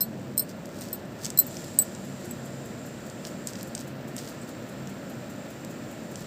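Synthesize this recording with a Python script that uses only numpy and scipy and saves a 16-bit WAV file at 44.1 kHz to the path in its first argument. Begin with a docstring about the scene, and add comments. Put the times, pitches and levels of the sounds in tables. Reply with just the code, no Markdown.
"""Two tiny metal bells jingle and beads click and slide as a cat paws a tassel on a stone floor, close by.
A loose pellet strikes each bell's shell and buzzes against it. The beads knock on the stone and on
each other, and catch on grit as they drag. Behind them a ceiling fan rumbles and ticks faintly once
a turn, under a soft hiss. Ticks and hiss are faint at first and come up at about 1.4 s."""
import sys
import numpy as np
from scipy import signal
from scipy.fft import rfft, irfft
from scipy.io import wavfile

SR = 44100
rng = np.random.default_rng(int(sys.argv[2]) if len(sys.argv) > 2 else 0)


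def to_wav(sig):
    """Store sig (one row per channel, or 1-D mono) as 16-bit WAV at the path in sys.argv[1].

    Samples outside -1..1 are clipped; the rate is SR.
    """
    pcm = np.clip(np.atleast_2d(sig), -1, 1) * 32767
    pcm = np.round(pcm).astype(np.int16)
    wavfile.write(sys.argv[1], SR, pcm.T)  # frames by channels


N = 276066
T = np.arange(N) / SR
BINS_HZ = np.arange(N // 2 + 1) * SR / N

# Shell modes: (frequency [Hz], level [dB], t60 [s], twin weight [signed by shape in a split pair])
FIRST_BELL_MODES = [(4093, 0.5, 0.078, -0.61), (4460, -11.5, 0.17, -0.47), (5270, 1, 0.041, 0.34),
                    (7810, -0.5, 0.058, -1.14), (8590, -0.5, 0.061, 1), (9860, -14, 0.037, 0),
                    (12400, -9, 0.06, 0.49), (13430, -9, .03, 0), (13620, -1, 0.05, -0.099),
                    (15200, -13, 0.0304, 0.046)]
SECOND_BELL_MODES = [(4040, -3, 0.11, -0.13), (4590, 2.5, 0.041, -0.34), (7890, 3, 0.041, -1.1),
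                     (8200, 4.5, 0.019, 1), (11500, 2, .006, 0), (13000, -4, .03, 0), (13900, -9, .025, 0),
                     (14230, 3.5, 0.026, 0)]
# Pellet strikes: (time [s], low force [dB], mid force [dB], top force [dB], twin bias [dB])
FIRST_BELL_STRIKES = [(.0073, -27, -33.5, -19, 8), (.0155, -32, -26, -15.5, -1), (.3717, -49, -54, -38, -8),
                      (.3775, -32, -18, -15, 3.5), (.3943, -28.5, -28, -16.5, 7.5),
                      (.422, -55, -35.5, -36, 5), (.8086, -59, -45, -41, 8), (.9293, -41, -33, -20, 2.5),
                      (1.3743, -33, -30.5, -26, -8), (1.388, -37, -19.5, -6, -2),
                      (1.398, -33.5, -25, -16, -4.5), (1.4656, -54, -48, -31.5, 0),
                      (4.4154, -56, -45.5, -55, 0.5)]
SECOND_BELL_STRIKES = [(1.39, -31, -21, -35, 1), (1.7879, -31.5, -12, -14.5, 1),
                       (1.7947, -35, -24, -28, -5), (1.8145, -58, -29, -26, 1), (1.821, -50, -25, -24.5, 1),
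                       (2.3096, -52, -39.5, -40, -3.5)]


def bell(modes, strikes, scatter_db, crack_db, crack_s, rattle_db, rattle_s):
    """A loose pellet cracks against the shell and buzzes on; where it lands decides which modes ring."""
    out = np.zeros(N)
    hz, mode_db, t60_s, twin = np.transpose(modes)
    t = T[:SR // 25]
    swing_up = 1 - np.exp(-T[:SR // 5] / 0.00013)
    for time_s, low_db, mid_db, top_db, bias_db in strikes:
        force_db = np.interp(hz, [5300, 7800, 8600, 12500], [low_db, mid_db, mid_db, top_db])
        gains = from_db(force_db + mode_db + twin * bias_db + scatter_db * rng.standard_normal(len(hz)))
        chink = swing_up * ringing(hz, gains, t60_s)
        touches = rng.standard_normal(len(t)) ** 3 * np.exp(-t / rattle_s)
        touches *= from_db(rattle_db) / np.linalg.norm(touches)
        touches[0] = 1   # the strike itself
        add(out, time_s, signal.fftconvolve(chink, touches))
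        crack = np.diff(rng.standard_normal(len(t) + 2), 2) * np.exp(-t / crack_s)
        add(out, time_s, from_db(crack_db) * np.linalg.norm(gains) * crack)
    return high_pass(out, 4360)


# Dead ring of a bead on stone: (frequency [Hz], level [dB], t60 [s])
BEAD_MODES = [(3310, 5, 0.0021), (4830, 1, 0.0046), (5850, 4.5, 0.0022), (7380, 4, 0.0026),
              (8360, 1, 0.0037), (11200, 10, 0.005), (13500, 18.5, 0.0027)]
# Bead impacts: (time [s], level [dB], click centre [Hz], gain of modes above 10 kHz [dB])
BEAD_KNOCKS = [(0.6569, -32, 7070, -11), (0.7891, -34, 6900, -12), (1.2471, -15, 7000, -16),
               (1.2548, -15.5, 7000, -26), (1.2644, -25, 7450, -16), (1.303, -18, 7800, -21),
               (1.5688, -24.5, 7150, -23), (1.95, -27, 7400, -27), (3.0994, -29.5, 7000, -29),
               (3.2511, -21.5, 4760, -21), (3.2695, -30, 7100, -17), (3.472, -14, 8600, -20),
               (3.4864, -27, 7160, -29), (3.5344, -26, 7000, -20), (3.5553, -27, 5330, -29),
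               (3.6104, -28, 5450, -10), (3.6299, -25.5, 7370, -6), (3.7507, -17, 7750, -22),
               (3.7783, -23, 5250, -24), (3.8084, -29, 7470, -20), (4.1654, -22.5, 7880, -14),
               (4.1879, -22, 8040, -20), (4.275, -30, 4840, -20), (4.8732, -28.5, 7090, -21),
               (5.6486, -27.5, 7470, -15), (6.1572, -23, 5700, -23)]


def bead_knocks(knocks, width_octaves, detune, chatter_db, chatter_s):
    """Each bead rings a little differently for milliseconds; its neighbours on the string chatter."""
    out = np.zeros(N)
    hz, mode_db, t60_s = np.transpose(BEAD_MODES)
    t = T[:SR // 25]
    for time_s, level_db, centre_hz, treble_db in knocks:
        gains = from_db(mode_db + (hz > 10000) * treble_db)
        gains /= 1 + (np.log2(hz / centre_hz) / width_octaves) ** 2
        detuned_hz = hz * (1 + detune * rng.standard_normal(len(hz)))
        click = ringing(detuned_hz, gains, t60_s)
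        contacts = from_db(chatter_db) * rng.standard_normal(len(t)) ** 3 * np.exp(-t / chatter_s)
        contacts[0] = 1
        add(out, time_s, from_db(level_db) * signal.fftconvolve(click / np.abs(click).max(), contacts))
    return high_pass(out, 1400)


# Paw drags: (time of full speed [s], level [dB], rise [s], fall [s])
SLIDES = [(0.496, -47.5, 0.029, 0.042), (0.821, -44, 0.14, 0.18), (1.252, -40, .08, .08),
          (1.56, -48.5, .25, 0.53), (2.26, -51, 0.23, 0.18), (3.265, -45, 0.039, 0.075),
          (3.485, -46.5, .035, 0.087), (3.59, -49.5, 0.091, .15), (3.795, -44.5, 0.064, .07),
          (4.185, -42, 0.041, .14), (4.28, -48, .08, .12), (4.49, -51, 0.025, 0.043),
          (6.194, -49.5, 0.086, .15)]


def bead_motion(stir_db, fade_db):
    """Rubbing strength: slides swell and fade by fade_db per rise or fall time, over a faint stir."""
    power = from_db(stir_db) ** 2
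    for time_s, level_db, rise_s, fall_s in SLIDES:
        away = np.maximum((time_s - T) / rise_s, (T - time_s) / fall_s)
        power = power + from_db(level_db - fade_db * np.minimum(away, 10)) ** 2
    return np.sqrt(power)


def bead_bumps(motion, peak_per_s, over_db, spread_db, low_hz, high_hz, treble_db, max_count):
    """Sliding beads collide at random, more often and harder with speed; rows as in BEAD_KNOCKS."""
    bumps_due = np.cumsum(motion / motion.max()) * peak_per_s / SR
    bumps = []
    for number, (delay, force, pitch) in enumerate(rng.random((max_count, 3))):
        at = np.searchsorted(bumps_due, number + delay)
        if at < N:
            level_db = 20 * np.log10(motion[at]) + over_db + spread_db * (2 * force - 1)
            centre_hz = low_hz * (high_hz / low_hz) ** pitch
            bumps.append((T[at], level_db, centre_hz, treble_db))
    return bumps


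# Beads rubbing on stone: (frequency [Hz], relative level [dB])
DRAG_SPECTRUM = [(1500, -10.5), (3000, -7), (4800, 0), (6400, -2), (8000, -0.5), (9800, -12), (12000, -10),
                 (15500, -7.5)]


def bead_drag(motion, grains_per_s, spread_db):
    """Sliding beads catch on the floor's grit in dense tiny clicks."""
    sizes = from_db(spread_db * np.minimum(rng.exponential(1, N), 4))
    signs = rng.choice([-1, 1], N)
    catches = rng.random(N) < grains_per_s / SR
    return motion * coloured(sizes * signs * catches, DRAG_SPECTRUM)


# Fan rumble and air rush: (frequency [Hz], relative level [dB])
ROAR_SPECTRUM = [(25, -38), (42, -23.5), (58, -13.5), (72, -16.5), (105, -3.5), (150, -2), (240, 0),
                 (330, -4.5), (420, -9.5), (590, -5.5), (760, -15), (1100, -20.5)]
AIR_SPECTRUM = [(600, -0.5), (1100, -6.5), (1350, 4), (1550, 0.5), (1780, 2.5), (2100, -3.5), (2600, -3.5),
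                (3200, -8), (4000, -9), (6300, -17), (8200, -35), (10000, -38), (14000, -16.5),
                (15400, -18)]
# Drift of the air rush: (time [s], relative level [dB])
AIR_ENVELOPE = [(0.0, -54.5), (1.27, -52), (4.83, -50.5), (6.26, -51)]
# Fan hum: (centre [Hz], width [Hz], rms level [dB])
HUM_BANDS = [(135.3, 9.5, -49.5), (193.7, 1.5, -52.5), (226.7, 24, -50), (353, 12.6, -57)]


def fan(roar_db, air_gain_db):
    """The ceiling fan makes a low roar, a rush of air and narrow humming bands."""
    out = from_db(roar_db) * noise(ROAR_SPECTRUM)
    out += from_db(air_gain_db) * envelope(AIR_ENVELOPE) * noise(AIR_SPECTRUM)
    for centre_hz, width_hz, hum_db in HUM_BANDS:
        band = rfft(rng.standard_normal(N)) / (1 + ((BINS_HZ - centre_hz) / width_hz * 2) ** 2)
        out += from_db(hum_db) * unit_rms(irfft(band, N))
    return out


# Fan scrape: (frequency [Hz], relative level [dB])
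TICK_SPECTRUM = [(6000, -10), (7400, -3), (8600, -10.5), (10400, -24), (11200, -3.5), (11800, -11),
                 (12300, -7), (13000, -25), (14000, -9), (15500, -8.5)]


def fan_ticks(level_db, first_s, turn_s, width_s):
    """The fan scrapes softly once a turn."""
    from_tick_s = (T - first_s + turn_s / 2) % turn_s - turn_s / 2
    pulses = np.exp(-(from_tick_s / width_s) ** 2)
    return from_db(level_db) * pulses * noise(TICK_SPECTRUM)


# Hiss colour: (frequency [Hz], relative level [dB])
HISS_SPECTRUM = [(2500, -13), (4800, -7.5), (6400, -10.5), (7000, -2.5), (7400, 5), (7750, -3.5),
                 (8200, -4.5), (9000, -13.5), (10000, -29), (10700, -18), (11200, -11), (12800, -27),
                 (14200, -22), (15500, -19)]
# Hiss drift: (time [s], relative level [dB])
HISS_ENVELOPE = [(1.5, -49), (2.21, -53.5), (3.57, -55), (3.66, -54), (3.93, -67), (4.38, -55),
                 (4.64, -58.5), (6.26, -55)]


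def hiss():
    """A soft, high hiss that wavers and dips briefly near 4 s."""
    return envelope(HISS_ENVELOPE) * noise(HISS_SPECTRUM)


def room(x, wet_db, t60_s, cutoff_hz):
    """Hard walls add a diffuse tail, its highest treble absorbed."""
    t = T[:SR // 2]
    tail = rng.standard_normal(len(t)) * np.exp(-np.log(1000) * t / t60_s) * (t > .008)
    absorption = signal.butter(4, cutoff_hz, fs=SR, output="sos")
    tail = signal.sosfilt(absorption, tail / np.linalg.norm(tail))
    return x + from_db(wet_db) * signal.fftconvolve(x, tail)[:N]


def ringing(hz, gains, t60_s):
    """0.2 s of decaying modes, struck together with alternating polarity."""
    t = T[:SR // 5, None]
    signs = (-1) ** np.arange(len(hz))
    return (signs * gains * np.sin(2 * np.pi * hz * t) * np.exp(-np.log(1000) * t / t60_s)).sum(axis=1)


def high_pass(x, hz):
    """Small things radiate no bass."""
    return signal.sosfilt(signal.butter(2, hz, "high", fs=SR, output="sos"), x)


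def coloured(x, spectrum):
    """Shape by (frequency [Hz], level [dB]) rows, falling 24 dB/octave beyond them; unit rms."""
    octave = np.log2(np.maximum(BINS_HZ, 1))
    hz, db = np.transpose(spectrum)
    octaves_outside = np.abs(octave - np.clip(octave, np.log2(hz[0]), np.log2(hz[-1])))
    gain_db = np.interp(octave, np.log2(hz), db) - 24 * octaves_outside
    return unit_rms(irfft(rfft(x) * from_db(gain_db), N))


def noise(spectrum):
    """Coloured Gaussian noise at unit rms."""
    return coloured(rng.standard_normal(N), spectrum)


def envelope(rows):
    """Gain from (time [s], level [dB]) rows."""
    return from_db(np.interp(T, *np.transpose(rows)))


def add(out, time_s, sound):
    """Mix a sound in at time_s."""
    start = max(round(time_s * SR), 0)
    out[start:start + len(sound)] += sound[:N - start]


def from_db(db):
    """Decibels to gain."""
    return 10 ** (np.asarray(db) / 20)


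def unit_rms(x):
    """Scale to unit power."""
    return x / np.sqrt(np.mean(x ** 2) + 1e-20)


def scene():
    """Bells and beads close by, over the fan and the hiss."""
    treble_rise = envelope([(1.3, -14), (1.48, 0)])
    background = fan(roar_db=-39.5, air_gain_db=1.29)
    ticks = treble_rise * fan_ticks(level_db=-50, first_s=0.0185, turn_s=0.2033, width_s=0.0087)
    background += room(ticks, wet_db=-5, t60_s=0.2, cutoff_hz=13000)
    background += treble_rise * hiss()

    bells = bell(FIRST_BELL_MODES, FIRST_BELL_STRIKES, scatter_db=1,
                 crack_db=-18.5, crack_s=0.0022, rattle_db=-7, rattle_s=0.01)
    bells += bell(SECOND_BELL_MODES, SECOND_BELL_STRIKES, scatter_db=0.5,
                  crack_db=-20, crack_s=0.00076, rattle_db=-7, rattle_s=0.0071)
    bells = room(bells, wet_db=-31, t60_s=0.3, cutoff_hz=9000)

    motion = bead_motion(stir_db=-62, fade_db=21)
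    beads = bead_drag(motion, grains_per_s=1400, spread_db=3.5)
    bumps = bead_bumps(motion, peak_per_s=79, over_db=14.5, spread_db=4,
                       low_hz=4300, high_hz=11000, treble_db=-17, max_count=120)
    beads += bead_knocks(list(BEAD_KNOCKS) + bumps, width_octaves=0.64, detune=0.039,
                         chatter_db=-34.5, chatter_s=0.0031)
    beads = room(beads, wet_db=-14, t60_s=0.21, cutoff_hz=10100)
    return (bells + beads + background)[None]


def record(dry):
    """Steep low-pass at 15.45 kHz."""
    return signal.sosfilt(signal.ellip(10, .2, 70, 15450, fs=SR, output="sos"), dry)


dry = scene()
out = record(dry)
to_wav(out)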